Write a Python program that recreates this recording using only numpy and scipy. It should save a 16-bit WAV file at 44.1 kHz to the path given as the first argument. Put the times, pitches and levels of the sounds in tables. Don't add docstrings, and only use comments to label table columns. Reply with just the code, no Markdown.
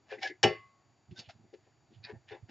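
import sys
import numpy as np
from scipy import signal
from scipy.fft import rfft, irfft, next_fast_len
from scipy.io import wavfile
from scipy.ndimage import uniform_filter1d, map_coordinates

SR = 44100
rng = np.random.default_rng(int(sys.argv[2]) if len(sys.argv) > 2 else 0)


def transcribe(signal):
    frames = np.atleast_2d(signal).T
    limited = np.clip(frames, -1, 1)
    pcm = np.round(limited * 32767).astype(np.int16)
    wavfile.write(sys.argv[1], SR, pcm)


N = 110250


def amp(db):
    return 10 ** (np.asarray(db) / 20)


def unit(x):
    return x / np.sqrt(np.mean(x ** 2) + 1e-20)


def along(points, hz):
    f, v = np.transpose(points)
    return np.interp(np.log(hz + 1), np.log(f + 1), v)


def clock(n=N):
    return np.arange(n) / SR


def decay(t, t60):
    return np.exp(-np.log(1000) * t / t60)


def wobble(rate):
    return map_coordinates(rng.standard_normal(1024), [clock() * rate], mode="mirror")


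def filtered(x, response):
    m = next_fast_len(N + SR // 4)
    return irfft(rfft(x, m) * response(np.fft.rfftfreq(m, 1 / SR)), m)[..., :N]


def add(track, at, sound):
    part = track[int(at * SR):][:len(sound)]
    part += sound[:len(part)]


def favour(hz, centre_hz, octaves):
    return (1 + (np.log2((hz + 1) / centre_hz) / octaves) ** 2 / 2) ** -2.0


def swell(peak, rise, fall):
    t = clock() - peak
    return np.exp(-np.abs(t / np.where(t < 0, rise, fall)) ** 1.6)


def mode(hz, rise, t60, wander_rad=.22, flutter_db=1.8):
    t = clock(SR * 3 // 4)
    knot_times = np.linspace(0, t[-1], 90)
    wander, flutter = (np.interp(t, knot_times, knots) for knots in rng.standard_normal((2, 90)))
    tone = amp(flutter_db * flutter) * np.sin(2 * np.pi * hz * t + wander_rad * wander)
    return tone * (1 - np.exp(-(t / rise) ** 2)) * decay(t, t60)


# (frequency [Hz], relative level [dB])
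ROOM_TONE = [(25, -5), (55, -8.5), (115, 11.5), (170, -3), (320, -1), (500, -10.5), (700, -3.5),
             (1100, -11), (2300, -14.5), (3300, -20), (5000, -20.5), (7200, -21), (8000, -38.5)]
# (frequency [Hz], level [dB])
WHINE_TONES = [(4603, -82.5), (6896, -81.5)]


def background(noise_db=-65.5, waver_rad=.79):
    hiss = unit(filtered(rng.standard_normal(N), lambda hz: amp(along(ROOM_TONE, hz))))
    whine = sum(amp(db) * np.sqrt(2) * np.sin(2 * np.pi * hz * clock() + waver_rad * wobble(rate=85))
                for hz, db in WHINE_TONES)
    return amp(noise_db) * hiss + whine


# (frequency [Hz], t60 [s])
ROOM_DECAY = [(120, .14), (500, .15), (2000, .17), (7000, .16)]


def reflections(x, t60s=ROOM_DECAY):
    hz, t, bands = signal.stft(rng.standard_normal(SR // 2), SR, nperseg=256)
    tail = signal.istft(bands * decay(t, along(t60s, hz)[:, None]), SR, nperseg=256)[1]
    return signal.fftconvolve(x, np.pad(tail, (SR // 500, 0)) / np.linalg.norm(tail))[:N]


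# (frequency [Hz], relative level [dB], t60 [s])
CABINET_MODES = [(113, -8, .2), (162, -12, .17), (222, -4, .12), (255, -9, .1), (322, -3, .11),
                 (690, -18, .1), (757, -9, .18), (364, 0, .15), (425, -5, .19), (529, -8, .15),
                 (629, -11, .19), (786, 1, .13), (868, -12, .14), (985, -19, .12)]
# (time [s], rise [s], level [dB], centre [Hz], spread [octaves])
CABINET_KNOCKS = [(0.111, 0.018, -41, 473.2, 0.18), (.163, 0.021, -53, 332, 1.15),
                  (0.234, 0.018, -43.5, 605, 0.73), (.297, 0.01, -41, 356, 0.34),
                  (.440, 0.0088, -24.5, 352, 0.46), (0.489, 0.012, -45.5, 140, 0.46),
                  (.499, .014, -35, 453, 0.18), (.533, 0.013, -46, 398.5, 0.24),
                  (1.076, .015, -53.5, 129, 0.46), (1.109, 0.0081, -41, 144, 0.31),
                  (1.110, 0.014, -50.5, 353.7, 0.12), (1.178, 0.012, -50.5, 164.2, 0.6),
                  (1.276, 0.0076, -49.5, 110.5, 0.48), (1.287, 0.0088, -46, 691, 0.08),
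                  (1.344, 0.012, -55.5, 127, 0.65), (1.379, 0.02, -57, 136, 0.72),
                  (1.434, 0.011, -53, 139.4, 1.18), (1.529, 0.0094, -43, 429.2, 0.39),
                  (1.665, 0.0083, -58, 406, 0.99), (1.899, 0.018, -57, 225, 0.85),
                  (1.95, 0.022, -52.5, 124.8, 0.21), (1.989, 0.015, -53.5, 118.2, 0.26),
                  (2.033, 0.015, -58, 129, 0.78), (2.088, 0.013, -44, 424, 0.16),
                  (2.119, 0.013, -45.5, 124, 0.94), (2.154, 0.011, -49, 122, 0.099),
                  (2.307, 0.014, -44, 438, 0.18), (2.311, 0.01, -52.5, 120, .4),
                  (2.332, 0.012, -46, 522, 0.66), (2.425, 0.0088, -46, 124, 0.22),
                  (2.487, 0.0085, -47.5, 196, 0.89)]


def knocks(sharpness=1.325):
    out, t = np.zeros(N), clock(SR // 4)
    hz, mode_db, _ = np.transpose(CABINET_MODES)
    tones = np.sin(2 * np.pi * hz[:, None] * t)
    for at, rise, db, centre_hz, octaves in CABINET_KNOCKS:
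        weights = amp(mode_db) * favour(hz, centre_hz, octaves)
        body = np.sqrt(2) * weights / np.linalg.norm(weights) @ tones
        push = (t / rise) ** sharpness
        add(out, at, amp(db) * push * np.exp(1 - push) * body)
    return out


# (frequency [Hz], relative level [dB])
CONTACT_COLOUR = [(80, -11.5), (250, -3), (420, 4.5), (600, 3.5), (820, 6), (1220, -15), (1500, -0.5),
                  (1750, 0.5), (2200, -3), (2650, -3.5), (3200, -4.5), (3700, -2.5), (4800, -3),
                  (5450, -4.5), (6100, -8), (7200, -9.5), (8000, -36.5)]


def contact(x, centre_hz, octaves, ring_db=4, width_hz=14):
    hz = np.fft.rfftfreq(len(x), 1 / SR)
    ring_peaks = sum(1 / (1 + ((hz - mode_hz) / width_hz) ** 2) for mode_hz, _, _ in RING_MODES)
    colour = amp(along(CONTACT_COLOUR, hz)) * (1 + amp(ring_db) * ring_peaks)
    return unit(irfft(rfft(x) * colour * favour(hz, centre_hz, octaves), len(x)))


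# (peak time [s], rise [s], fall [s], level [dB], centre [Hz], spread [octaves])
SCRAPE_STROKES = [(0.112, 0.0079, 0.017, -45.5, 2100, 1.23), (.134, 0.035, 0.023, -45, 1115, 1.65),
                  (0.186, 0.014, 0.023, -54.5, 1940, 0.34), (0.23, 0.0099, 0.016, -38, 2520, 1.57),
                  (0.266, 0.041, 0.027, -44, 3190, 2.04), (.305, 0.025, 0.013, -53, 1897, .4),
                  (1.183, 0.016, 0.029, -50, 4800, 0.96), (1.2, 0.033, 0.034, -55.5, 646, 1.76),
                  (1.298, 0.0072, .017, -51, 2850, 2.0), (1.541, .008, .013, -59, 2203, 1.5),
                  (1.255, 0.022, 0.031, -59.5, 3020, 0.47), (1.655, 0.039, 0.042, -74, 2498, 1),
                  (1.95, 0.031, 0.028, -67.5, 3143, 0.53), (2.048, 0.0094, 0.014, -47.5, 4210, 0.24),
                  (2.046, 0.0074, 0.022, -49, 1945, 0.58), (2.098, 0.037, 0.018, -48.5, 1173, 1.22),
                  (2.155, 0.024, 0.017, -57, 730, 0.7), (2.152, 0.0088, 0.015, -58.5, 1758, 0.21),
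                  (2.293, 0.011, 0.033, -53.5, 2340, 0.8), (2.326, 0.023, 0.036, -49.5, 1504, 1.01),
                  (2.498, 0.0096, .02, -51, 888, 2.15)]


def scrapes(slips_per_s=1300, scatter_db=4):
    out, n = np.zeros(N), SR // 2
    for peak, rise, fall, db, centre_hz, octaves in SCRAPE_STROKES:
        slipping = rng.random(n) < slips_per_s / SR
        slips = slipping * amp(scatter_db * rng.standard_normal(n)) * np.sign(rng.standard_normal(n))
        out += amp(db) * swell(peak, rise, fall) * np.resize(contact(slips, centre_hz, octaves), N)
    return out


# (peak time [s], rise [s], fall [s], level [dB], pitch [Hz], glide [Hz/s], roughness [rad])
EDGE_SQUEALS = [(0.112, 0.007, 0.015, -47, 1700, -2, 0.34), (0.13, 0.015, 0.012, -51, 2400, 3, 1.6),
                (.235, .011, 0.023, -38, 768, -900, .25), (.231, 0.011, .03, -41, 2270, 2, .6),
                (.261, .02, 0.02, -36, 1690, -300, 0.26), (0.3, 0.05, .03, -50, 2060, 0, .9),
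                (.235, .009, 0.032, -50, 5390, -1500, 1.2), (1.174, 0.012, 0.02, -54, 1530, 0, .4),
                (1.172, .008, .009, -55, 3650, 0, .4), (1.299, .005, .015, -56, 1400, 0, 1.1),
                (2.047, .008, 0.023, -50.5, 2440, -0.5, 0.44), (2.10, 0.028, 0.019, -54, 980, 0, 0.57),
                (2.325, 0.026, 0.023, -59, 3590, 2, 0.61), (2.33, 0.023, 0.038, -49.5, 790, 4, 0.69),
                (2.345, .03, .025, -57, 860, 0, 0.63)]


def squeals(flutter_db=2.5):
    out = np.zeros(N)
    for peak, rise, fall, db, hz, glide, roughness in EDGE_SQUEALS:
        t = clock() - peak
        phase = 2 * np.pi * (hz * t + glide * t ** 2 / 2) + roughness * wobble(rate=440)
        pressure = amp(flutter_db * wobble(rate=260))
        out += amp(db) * swell(peak, rise, fall) * unit(pressure * np.sin(phase))
    return out


# (time [s], level [dB], centre [Hz], spread [octaves], t60 [s])
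METAL_CLICKS = [(0.4304, -21, 5400, .45, .04), (.4306, -25, 1900, .5, .04), (.4345, -22, 2900, .4, .035),
                (.4365, -20, 900, 1.5, .05), (0.439, -16, 2700, 0.3, .04), (.4405, -30, 5600, .5, .025),
                (0.444, -23.5, 502, 0.69, .05), (.497, -44, 1000, .8, .05), (1.111, -60, 3200, .8, .1),
                (1.1915, -38, 4700, .9, .045), (1.199, -43.5, 3500, 2, .06), (1.289, -52, 3200, 1.2, .07),
                (2.289, -53, 2800, .8, .05), (2.318, -49, 2700, .8, .04)]


def clicks():
    out, t = np.zeros(N), clock(SR // 5)
    for at, db, centre_hz, octaves, t60 in METAL_CLICKS:
        crack = contact(rng.standard_normal(len(t)), centre_hz, octaves)
        add(out, at, amp(db) * crack * decay(t, t60))
    return out


def cabinet_recoil(at=.4325, gain_db=-15, rise_cycles=7.2, max_rise_s=.013):
    out = np.zeros(N)
    for hz, db, t60 in CABINET_MODES:
        add(out, at, amp(gain_db + db) * mode(hz, min(rise_cycles / hz, max_rise_s), t60))
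    return out


# (frequency [Hz], relative level [dB], t60 [s])
RING_MODES = [(1102, -43, 1.0), (1205, -55, .9), (2049, -33.5, .5), (2645, -37, .28), (2885, -36, .3),
              (4554, -40, .27), (5103, -52, .42), (1168, -34, .15), (1346, -36, .24), (1710, -34, .2),
              (1823, -26, .17), (2167, -34, .16), (2385, -34, .18), (2538, -29, .16), (2730, -29, .13),
              (2951, -22, .16), (3155, -36, .18), (3483, -42, .24), (5240, -31, .08), (5382, -26, .13),
              (6260, -41, .12), (6864, -48, .25)]


def ring_snap(at=.4308, gain_db=-1, rise_cycles=14, shimmer_db=-36, grip_s=.766, grip_db=-4.5):
    out = np.zeros(N)
    for hz, db, t60 in RING_MODES:
        add(out, at, amp(gain_db + db) * mode(hz, rise_cycles / hz, t60))
    shimmer = contact(rng.standard_normal(SR), centre_hz=2230, octaves=.7)
    add(out, at, amp(shimmer_db) * shimmer * decay(clock(SR), t60=.36))
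    grip = np.clip((clock() - grip_s) / .07, 0, 1)
    return out * amp(grip_db * grip)


# (frequency [Hz], left minus right [dB])
STEREO_LEAN = [(60, 6), (130, -9.5), (210, -2.5), (310, 5), (450, 5), (750, 4.5), (1100, 2), (1700, 2),
               (2400, -0.5), (3000, -3.5), (3800, -5.5), (4600, 1.5), (5400, 1.5), (7500, 1.5)]


def scene(bench_db=-20.5, bench_t60_s=.037, room_db=-12.5, side_db=-32.5):
    grit = clicks() + scrapes()
    bench = amp(bench_db) * reflections(grit, t60s=[(1, bench_t60_s)])
    close = grit + bench + ring_snap() + cabinet_recoil() + knocks() + squeals()
    mid = close + amp(room_db) * reflections(close) + background()
    side = amp(side_db) * (reflections(close) + background())
    lean = lambda hz: amp(np.outer([.5, -.5], along(STEREO_LEAN, hz)))
    return filtered(np.array([mid + side, mid - side]), lean)


# (frequency [Hz], threshold [dB])
GATE_THRESHOLDS = [(100, -64), (400, -57), (1100, -64), (2100, -64), (5000, -68), (8000, -70)]


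def suppress_noise(x, depth_db=-4.5, hold_s=.023):
    hz, t, bands = signal.stft(x, SR, nperseg=512)
    power = np.abs(uniform_filter1d(np.mean(np.abs(bands) ** 2, axis=0), size=3, axis=0))
    keep = np.exp(-t[1] / hold_s)
    held = signal.lfilter([1 - keep], [1, -keep], power, axis=1)
    threshold = amp(along(GATE_THRESHOLDS, hz))[:, None] ** 2
    shut = 1 / (1 + (held / threshold) ** 2)
    return signal.istft(bands * amp(depth_db * shut), SR, nperseg=512)[1][:, :N]


def record(dry, low_cut_hz=70, top_hz=7850):
    low_cut = signal.butter(2, low_cut_hz, "high", fs=SR, output="sos")
    band_limit = signal.ellip(10, .2, 70, top_hz, fs=SR, output="sos")
    return signal.sosfilt(band_limit, signal.sosfilt(low_cut, suppress_noise(dry)))


dry = scene()
out = record(dry)
transcribe(out)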